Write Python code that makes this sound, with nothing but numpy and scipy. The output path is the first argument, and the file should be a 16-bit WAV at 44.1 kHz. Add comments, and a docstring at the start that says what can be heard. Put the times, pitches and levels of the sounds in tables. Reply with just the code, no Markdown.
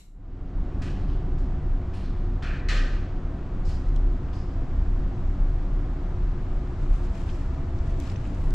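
"""Shower room on a ship

Engines throb through the hull, made of close tones that beat and low booms of wandering pitch.
Machinery and ventilation roar and hum behind the walls: shaped noise and steady tones, which fade in.
A faint treble dies away at the start. Hard things are knocked further down the tiled room (ringing noise
with echo); close by, small parts click (short bursts of noise) and clothes rustle (grainy hiss).
"""
import sys
import numpy as np
from scipy import signal
from scipy.fft import rfft, irfft, next_fast_len
from scipy.io import wavfile
from scipy.ndimage import uniform_filter1d

SR = 44100
rng = np.random.default_rng(int(sys.argv[2]) if len(sys.argv) > 2 else 0)


def output_pcm(signal):
    """Save a mono or channel-first signal as 16-bit PCM at the path in sys.argv[1].

    Samples are clipped to [-1, 1] before scaling.
    """
    pcm = np.clip(np.atleast_2d(signal).T, -1, 1) * 32767
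    wavfile.write(sys.argv[1], SR, np.round(pcm).astype(np.int16))


N = 376613


def undb(db):
    """Turn decibels into a gain."""
    return 10 ** (np.asarray(db) / 20)


def level(x, db):
    """Scale a sound to an average (rms) level."""
    return x * undb(db) / np.sqrt(np.mean(x ** 2))


def curve(table, column=1):
    """Join the points of a table column by straight lines in time."""
    rows = np.array(table)
    return np.interp(np.arange(N) / SR, rows[:, 0], rows[:, column])


def over(table, hz):
    """Join the points of a (pitch_hz, value) table on a logarithmic pitch axis."""
    rows = np.array(table)
    return np.interp(np.log(hz), np.log(rows[:, 0]), rows[:, 1])


def freqs(size):
    """Frequencies of a transform's bins, in Hz, kept off zero."""
    return np.maximum(np.fft.rfftfreq(size, 1 / SR), 1)


def rings(modes, hz):
    """Add up the power of resonances (pitch_hz, width_hz, level_db)."""
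    return sum(undb(2 * db) / (1 + (2 * (hz - f) / width) ** 2) for f, width, db in modes)


# How wide the stereo noise is: (pitch_hz, side_minus_mid_db)
WIDTH = [(30, -23), (60, -29.5), (125, -23.5), (190, -18.5), (300, -16), (600, -6), (1000, -4), (2000, -3),
         (4000, -1.5), (8000, -1), (13000, 1.5)]
# How sound leans to one side: (pitch_hz, left_minus_right_db)
LEAN = [(30, .2), (125, .3), (250, .9), (500, 1.8), (1000, 2.3), (2000, 1.9), (4500, 1.1), (8000, 2.1),
        (13000, 0)]
# How far the right port leads the left: (pitch_hz, phase_radians)
LAG = [(125, .03), (250, .09), (500, 0.25), (1200, 0.27), (2800, 0.86), (6000, .05)]


def pair(size, gain):
    """Coloured noise on two ports: much alike in the bass, less so in the treble."""
    hz = freqs(size)
    mid, side = rfft(rng.standard_normal((2, size))) * gain
    side = side * undb(over(WIDTH, hz))
    # each port takes half of the lean and half of the lag
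    lean = undb(over(LEAN, hz) / 2) * np.exp(-.5j * over(LAG, hz))
    return irfft(np.array([(mid + side) * lean, (mid - side) / lean]), size)


def walk(rate):
    """Slow random wander: values drawn `rate` times a second, smoothed twice."""
    hold = int(SR / rate)
    steps = np.repeat(rng.standard_normal(N // hold + 1), hold)
    return uniform_filter1d(uniform_filter1d(steps, hold), hold)[:N]


def swells(table):
    """Gain of bell-shaped swells (peak_s, level_db, length_s), added as power."""
    t = np.arange(N) / SR
    return np.sqrt(sum(undb(2 * db) * np.exp(-(2 * (t - s) / length) ** 2) for s, db, length in table))


def pan(x, db):
    """Put a sound on both ports, the left louder by db."""
    return x * undb(np.array([[db], [-db]]) / 2)


def add(out, x, s):
    """Mix x in at time s, in seconds."""
    i = int(s * SR)
    out[:, i:i + x.shape[1]] += x[:, :N - i]


# Machines that shake the hull: (turns_per_s, stroke_s,
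# {multiple of the turning rate: push 1 or pull -1})
ENGINES = [(5.6205, .0286, {5: -1, 6: 1, 7: 1}), (6.007, .1217, {5: 1, 6: 1}), (27.533, .014, {1: 1})]
# How strongly the deck answers an engine tone: (pitch_hz, level_db)
SHAKE = [(27.5, -35), (28.1, -36), (30, -34), (33.7, -30.5), (36, -34), (39.3, -39)]
# Deepest hull booms: (middle_pitch_hz, wander_scale_hz, relative_level_db)
HULL = [(25.5, 2.2, -3), (34.8, 1.2, 0), (41, 1.6, -7)]
HULL_DB, HULL_WANDER_PER_S = -33, 2.5  # level before the throb's own rises and dips
# Rises and dips of the whole throb: (time_s, change_db)
THROB = [(0, 2.5), (.6, -0.5), (1, -1.5), (1.4, 3), (1.7, 4), (1.95, -13), (2.1, 0.5), (2.5, -1.5),
         (2.75, 4), (3.25, -3), (3.4, -13.5), (3.6, 2), (3.8, -0.5), (4.05, 9), (4.3, -18), (4.6, 2),
         (5, -1), (5.25, -1), (5.5, 7), (5.88, -3.5), (6.25, 5), (6.5, -0.5), (6.73, -8), (6.92, 5.5),
         (7.16, -9), (7.4, -2.5), (7.7, -7), (7.97, -2), (8.2, -12), (8.54, 4.5)]
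THROB_LEAN_DB = .3  # left minus right


def throb():
    """Close engine tones beat against each other, and the hull booms at a wandering pitch."""
    t = np.arange(N) / SR
    beats = 0
    for rate, stroke, multiples in ENGINES:
        for multiple, push in multiples.items():
            tone_hz = multiple * rate
            amplitude = push * np.sqrt(2) * undb(over(SHAKE, tone_hz))
            beats = beats + amplitude * np.cos(2 * np.pi * tone_hz * (t - stroke))
    boom = 0
    for middle_hz, wander_hz, db in HULL:
        pitch_hz = middle_hz + wander_hz * walk(HULL_WANDER_PER_S)
        boom = boom + undb(db) * np.sin(2 * np.pi * np.cumsum(pitch_hz) / SR)
    return pan((beats + level(boom, HULL_DB)) * undb(curve(THROB)), THROB_LEAN_DB)


# Swells of the pump tone: (peak_s, level_db, length_s)
PUMP = [(1.7, -61, 0.2), (3.4, -62, 0.15), (4.58, -61, 0.081), (7.15, -52.5, 0.1), (7.8, -54, 0.34)]
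PUMP_HZ, PUMP_IDLE_DB = 668, -64
TONE_LEAN_DB = 5  # left minus right


def pump():
    """A motor tone idles softly and swells now and then, its level and pitch wandering a little."""
    gain = (undb(PUMP_IDLE_DB) + swells(PUMP)) * undb(1.8 * walk(5.1))
    pitch_hz = PUMP_HZ + 1.81 * walk(4)
    return pan(np.sqrt(2) * gain * np.sin(2 * np.pi * np.cumsum(pitch_hz) / SR), TONE_LEAN_DB)


# Colour of the roar: (pitch_hz, relative_level_db_per_hz)
ROAR = [(6, -21.5), (14, -9), (22, -15), (33, -19.5), (44, -19.5), (52, -18.5), (110, -24), (160, -32.5),
        (215, -36.5), (400, -39.5), (800, -42.5), (1230, -45), (2500, -58), (8000, -73.5), (11000, -80),
        (15000, -97.5)]
# Walls and deck plates that the roar rings: (pitch_hz, width_hz, db_over_the_roar)
PLATES = [(64.2, 9.4, 8.5), (90.4, 12.3, 7.5), (138, 13, 5), (141.7, 6.8, 8.5), (181, 11.7, 9),
          (191.4, 7.4, 11), (238.3, 8.6, 7.5), (269.4, 21.6, 10.5), (287.6, 12, 9.5), (336, 14, 5.5),
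          (359, 23.2, 8.5), (511.5, 3.3, 3.5), (758, 9.6, 2.5)]
# Level changes of three bands of the roar: (time_s, bass_db, low_middle_db, treble_db)
PLACE = [(0, 1.5, 3.5, -2), (1.2, 1, 6, -3.5), (2, 2, 1, -3), (2.8, -1.5, 3.5, -4), (4, 2, 2, -1.5),
         (5.2, 4, 1, -0.5), (6, 0, 1, -1.5), (7.2, 2.6, -0.3, 0.8), (8.54, 3, 2, -2)]
ROAR_DB = -30  # before those changes
DEEP_HZ, LOW_MIDDLE_HZ, TREBLE_HZ = 133, 450., 5500.  # edges between the bands


def roar():
    """Broad noise rings the walls and plates; its bass, low middle and treble rise and fall apart."""
    size = next_fast_len(N)
    hz = freqs(size)
    noise = level(pair(size, undb(over(ROAR, hz)) * np.sqrt(1 + rings(PLATES, hz))), ROAR_DB)
    spectrum = rfft(noise)
    # everything below each edge; differences between these are the bands
    deep, low, body = (irfft(spectrum / (1 + (hz / edge) ** 4), size)[:, :N]
                       for edge in (DEEP_HZ, LOW_MIDDLE_HZ, TREBLE_HZ))
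    bass = deep * undb(curve(PLACE))
    low_middle = (low - deep) * undb(curve(PLACE, column=2))
    treble = (noise[:, :N] - body) * undb(curve(PLACE, column=3))
    return bass + low_middle + (body - low) + treble


# Steady tones of fans and motors: pitch_hz
HUM_HZ = [92.6, 135.4, 148.6, 232.1, 288.6, 302.9, 355, 361, 638.6, 671.4, 725.4, 729.5]
# One row for each of those tones: (level_halfway_db, drift_db_per_s)
HUM = [(-46, 0), (-53, 0), (-50, 0), (-60, 0), (-56, 0), (-61, 0), (-53, 0), (-57, 0), (-65, 0.2), (-67, 0),
       (-72, -.3), (-60, -.8)]
# Another motor, its first four multiples: level_db
MOTOR_DB = [-46.5, -55.5, -59.5, -56]
MOTOR_HZ = 64.27
WAVER_DB, WAVER_RAD = 1.5, .6  # scale of the random wander in level and phase


def hum():
    """Fan and motor tones, each wavering a little in level and phase."""
    t = np.arange(N) / SR
    tones = [(f, db + drift * (t - N / 2 / SR)) for f, (db, drift) in zip(HUM_HZ, HUM)]
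    tones += [((k + 1) * MOTOR_HZ, db) for k, db in enumerate(MOTOR_DB)]
    out = 0
    for f, db in tones:
        gain = np.sqrt(2) * undb(db + WAVER_DB * walk(3.))
        tone = gain * np.sin(2 * np.pi * f * t + WAVER_RAD * walk(1.46))
        out = out + pan(tone, over(LEAN, f))
    return out


FADE_START_S, FADE_S, FADE_FLOOR_DB = 0.093, 0.63, -23.5
RISE_DB_PER_S = 0.27


def fade():
    """A straight fade-in from a soft floor, with a slow rise in level to the end."""
    t = np.arange(N) / SR
    fade_in = np.clip((t - FADE_START_S) / FADE_S, undb(FADE_FLOOR_DB), 1)
    return fade_in * undb(RISE_DB_PER_S * (t - t[-1]))


# Ringing bands of the faint first treble: (pitch_hz, width_hz, relative_level_db)
FIRST_HISS = [(2150, 180, 1), (2840, 200, 0), (3970, 250, 4), (5700, 270, -3), (7400, 540, 2),
              (9250, 600, 1), (12700, 2200, 4)]
FIRST_HISS_DB, FIRST_HISS_T60_S = -53, 0.43  # level before the decay; time to fall by 60 dB


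def first_hiss():
    """A faint ringing treble, noise shaped by resonances, dies away from the start."""
    size, out = 2 ** 14, np.zeros((2, N))
    colour = np.sqrt(undb(-30) + rings(FIRST_HISS, freqs(size)))
    hiss = level(pair(size, colour), FIRST_HISS_DB)
    add(out, hiss * undb(-60 * np.arange(size) / SR / FIRST_HISS_T60_S), 0)
    return out


# How long the tiled room echoes: (pitch_hz, time_to_fall_60_db_s)
TILES = [(500, 1.2), (1500, 0.77), (4000, 0.72), (9000, 0.64), (15000, 0.13)]
TILES_HOLD_S = 0.052  # the decay starts gently over about this time


def tiles(size):
    """Echo of the room: dense at once, held while sound comes round the corner, then dying by band."""
    hz, s, out = freqs(size), np.arange(size) / SR, 0
    late = np.sqrt(s ** 2 + TILES_HOLD_S ** 2) - TILES_HOLD_S
    for centre in 350 * 2 ** np.arange(6):  # bands an octave apart
        band = np.cos(np.pi / 2 * np.clip(np.log2(hz / centre), -1, 1))
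        out = out + pair(size, band) * undb(-60 * late / over(TILES, centre))
    return out


# The blows: (start_s, level_db, centre_hz, breadth_octaves, own_ring_hz, ring_db)
KNOCKS = [(0.817, -47, 2740, 1.75, 1630, 10.5), (0.828, -54.5, 2780, 0.92, 2860, 12),
          (1.078, -60.5, 3900, 0.67, 2960, 11), (1.38, -66, 5000, 0.91, 5000, -1),
          (1.934, -54, 2980, 1.1, 3000, 1), (1.94, -63.5, 9500, .5, 9500, 2),
          (1.97, -64, 4300, 0.57, 4300, 6), (2.04, -62, 4100, 0.58, 4100, 10),
          (2.422, -41, 1860, 1.5, 1410, 13.5), (2.45, -47, 2370, .3, 2380, 8),
          (2.501, -45, 1750, 0.27, 1730, 6), (2.685, -32.5, 2960, 1.2, 1840, 13),
          (2.696, -40.5, 2350, 1.5, 1500, 14), (2.74, -40, 2200, 1.4, 1800, -1),
          (2.765, -44.5, 1650, 0.47, 1560, 10), (2.70, -43, 556, 1.24, 550, 13.5),
          (3.649, -55.5, 5200, 0.76, 4900, 7), (3.66, -72, 6700, .4, 6800, 4),
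          (3.688, -55, 4000, 3.2, 2800, 3), (4.328, -59, 4600, 1.3, 4960, 11)]
# What every blow rings: (pitch_hz, width_hz, level_db)
FITTING = [(1243, 58, 13.5), (1540, 45, 15), (1730, 36, 13), (1830, 40, 7.5), (1924, 25, 13), (2350, 40, 7),
           (2520, 150, 8), (2960, 680, 3), (4130, 130, 3), (4430, 67, 4), (5140, 380, -4)]
RING_WIDTH = .13  # width of each blow's own ring, as a share of that ring's pitch
KNOCK_RISE_S = 0.0019
SLAP_DB, SLAP_S, SLAP_HZ = -5, 0.0073, 3500  # extra bright sound at the start: level, decay, low edge
ECHO_FLUTTER_DB = 1.5  # scale of the uneven waves in the echo


def knocks():
    """Each blow has its own hardness and ring, heard as a short bright slap and much room echo."""
    size, out = 2 ** 16, np.zeros((2, N))
    half = size // 2
    hz, age = freqs(size), np.arange(half) / SR
    rise = 1 - np.exp(-age / KNOCK_RISE_S)
    slap = undb(SLAP_DB) * np.exp(-age / SLAP_S)
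    high_pass = 1 / (1 + (SLAP_HZ / hz) ** 4)
    for s, db, centre_hz, octaves, ring_hz, ring_db in KNOCKS:
        modes = FITTING + [(ring_hz, RING_WIDTH * ring_hz, ring_db)]
        hardness = 1 / (1 + (np.log2(hz / centre_hz) / octaves) ** 4)
        room = rfft(tiles(size)) * np.sqrt(0.5 + rings(modes, hz)) * hardness
        echo = irfft(room, size)[:, :half]
        bright = irfft(room * high_pass, size)[:, :half]
        flutter = undb(ECHO_FLUTTER_DB * walk(40)[:half])
        knock = (echo + slap * bright) * rise * flutter
        # the level is that of the first 93 ms
        early_rms = np.sqrt(np.mean(knock[:, :size // 16] ** 2))
        add(out, knock * undb(db) / early_rms, s)
    return out


# The ticks: (start_s, level_before_decay_db, centre_hz, breadth_octaves, time_to_fall_60_db_s)
CLICKS = [(3.888, -51, 4180, .9, 0.016), (3.961, -47, 6300, 0.49, 0.018), (3.962, -47, 3380, 0.27, 0.024),
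          (4.125, -62, 7700, .3, .02), (4.286, -51, 2700, .4, .03), (4.333, -51, 2800, 0.5, 0.05),
          (7.18, -56, 3000, .8, .027), (7.29, -44, 2600, 0.48, 0.05), (7.298, -52, 3800, 0.92, .09),
          (7.33, -57, 5000, .6, .04), (7.545, -53, 2500, 0.55, .03), (7.788, -47, 5000, 0.36, 0.013),
          (7.87, -58, 7500, .4, 0.018), (7.906, -56, 6500, 0.53, .022), (7.975, -58, 7960, 0.71, .019),
          (8.001, -32.5, 6500, 1.5, 0.0096), (8.022, -48, 3000, 1, .015), (8.058, -50, 2400, .7, .03),
          (8.075, -44, 2600, 0.9, 0.018), (8.099, -40, 3000, 0.94, 0.019), (8.12, -54, 3000, 0.93, 0.027),
          (8.158, -42, 2480, 0.48, 0.034), (8.161, -51, 5600, .2, .025), (8.188, -54, 3000, .6, .014),
          (8.252, -45, 2000, 0.62, 0.042), (8.252, -52, 7500, .4, .015), (8.273, -56, 7960, .3, .015),
          (8.346, -53, 4500, 1.1, .035), (8.473, -46, 2300, 0.44, .02), (8.474, -54.5, 9700, .15, .015),
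          (8.506, -40.5, 6000, 1.2, 0.012)]


def clicks():
    """Dry ticks close by: short, quickly dying noise round one pitch."""
    size, out = 4096, np.zeros((2, N))
    hz, age = freqs(size), np.arange(size) / SR
    rise = 1 - np.exp(-age / 0.00028)
    for s, db, centre_hz, octaves, t60 in CLICKS:
        tick = pair(size, 1 / (1 + (np.log2(hz / centre_hz) / octaves) ** 6))
        add(out, level(tick, db) * rise * undb(-60 * age / t60), s)
    return out


# Rubs of cloth: (peak_s, level_db, length_s, extra_treble_db)
RUSTLE = [(6.82, -59.5, 0.066, 4), (6.952, -59, 0.07, 7), (7.02, -59, 0.2, 5), (7.183, -55, 0.08, 3),
          (7.3, -56.5, 0.11, 4), (7.4, -58, 0.21, 2), (7.55, -65, .06, 1), (7.79, -61, 0.055, -3),
          (7.885, -59, 0.16, -2), (8.008, -55, 0.065, 3), (8.09, -52.5, 0.12, 1), (8.17, -57, 0.064, -1),
          (8.3, -57.5, 0.15, -6), (8.452, -61.5, 0.2, 11)]
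# Colour of the cloth hiss: (pitch_hz, relative_level_db_per_hz)
CLOTH = [(1200, 4), (2500, 12), (3500, 5), (5000, 3.5), (6300, 0.5), (7200, 1), (8100, -1), (9000, -4.5),
         (12500, -6.5), (15000, -6.5)]
CLOTH_TREBLE_HZ = 9000  # the extra treble lies above this


def rustle():
    """Cloth rubbing: hiss broken into uneven grains, with now and then a sharper snag."""
    size = next_fast_len(N)
    hz = freqs(size)
    snags = np.clip(walk(300) - 1.3, 0, None)
    grains = undb(2.0 * walk(30) + 2.0 * walk(200) + 7 * snags)
    cloth = level(pair(size, undb(over(CLOTH, hz)))[:, :N] * grains, 0)
    dull = irfft(rfft(cloth, size) / (1 + (hz / CLOTH_TREBLE_HZ) ** 8), size)[:, :N]
    dull_rubs = swells([(s, db, length) for s, db, length, treble in RUSTLE])
    treble_rubs = swells([(s, db + treble, length) for s, db, length, treble in RUSTLE])
    return dull * dull_rubs + (cloth - dull) * treble_rubs


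def scene():
    """All the sounds together; only the engines, pump, roar and hum fade in."""
    ship = (throb() + pump() + roar() + hum()) * fade()
    return ship + first_hiss() + knocks() + clicks() + rustle()


# Width of the stereo picture: (time_s, side_change_db)
SPREAD = [(0, 3.5), (.2, -10), (.27, -49), (.9, -43), (1.3, -27.5), (2.8, -8.5), (4.5, -4.5), (8.54, -2.5)]
# Tone of the microphone: (pitch_hz, level_db)
MIC = [(7500, 0.5), (8500, -4.5), (10500, -8.5), (15000, -20)]
TOP_HZ = 15000


def record(dry):
    """Stereo closes nearly to mono, then slowly opens; the microphone dulls the treble, a filter cuts the top."""
    size = next_fast_len(N)
    mid = (dry[0] + dry[1]) / 2
    side = (dry[0] - dry[1]) / 2 * undb(curve(SPREAD))
    ports = rfft([mid + side, mid - side], size)
    dull = irfft(ports * undb(over(MIC, freqs(size))), size)[:, :N]
    return signal.sosfilt(signal.ellip(8, .2, 70, TOP_HZ, fs=SR, output="sos"), dull)


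dry = scene()
out = record(dry)
output_pcm(out)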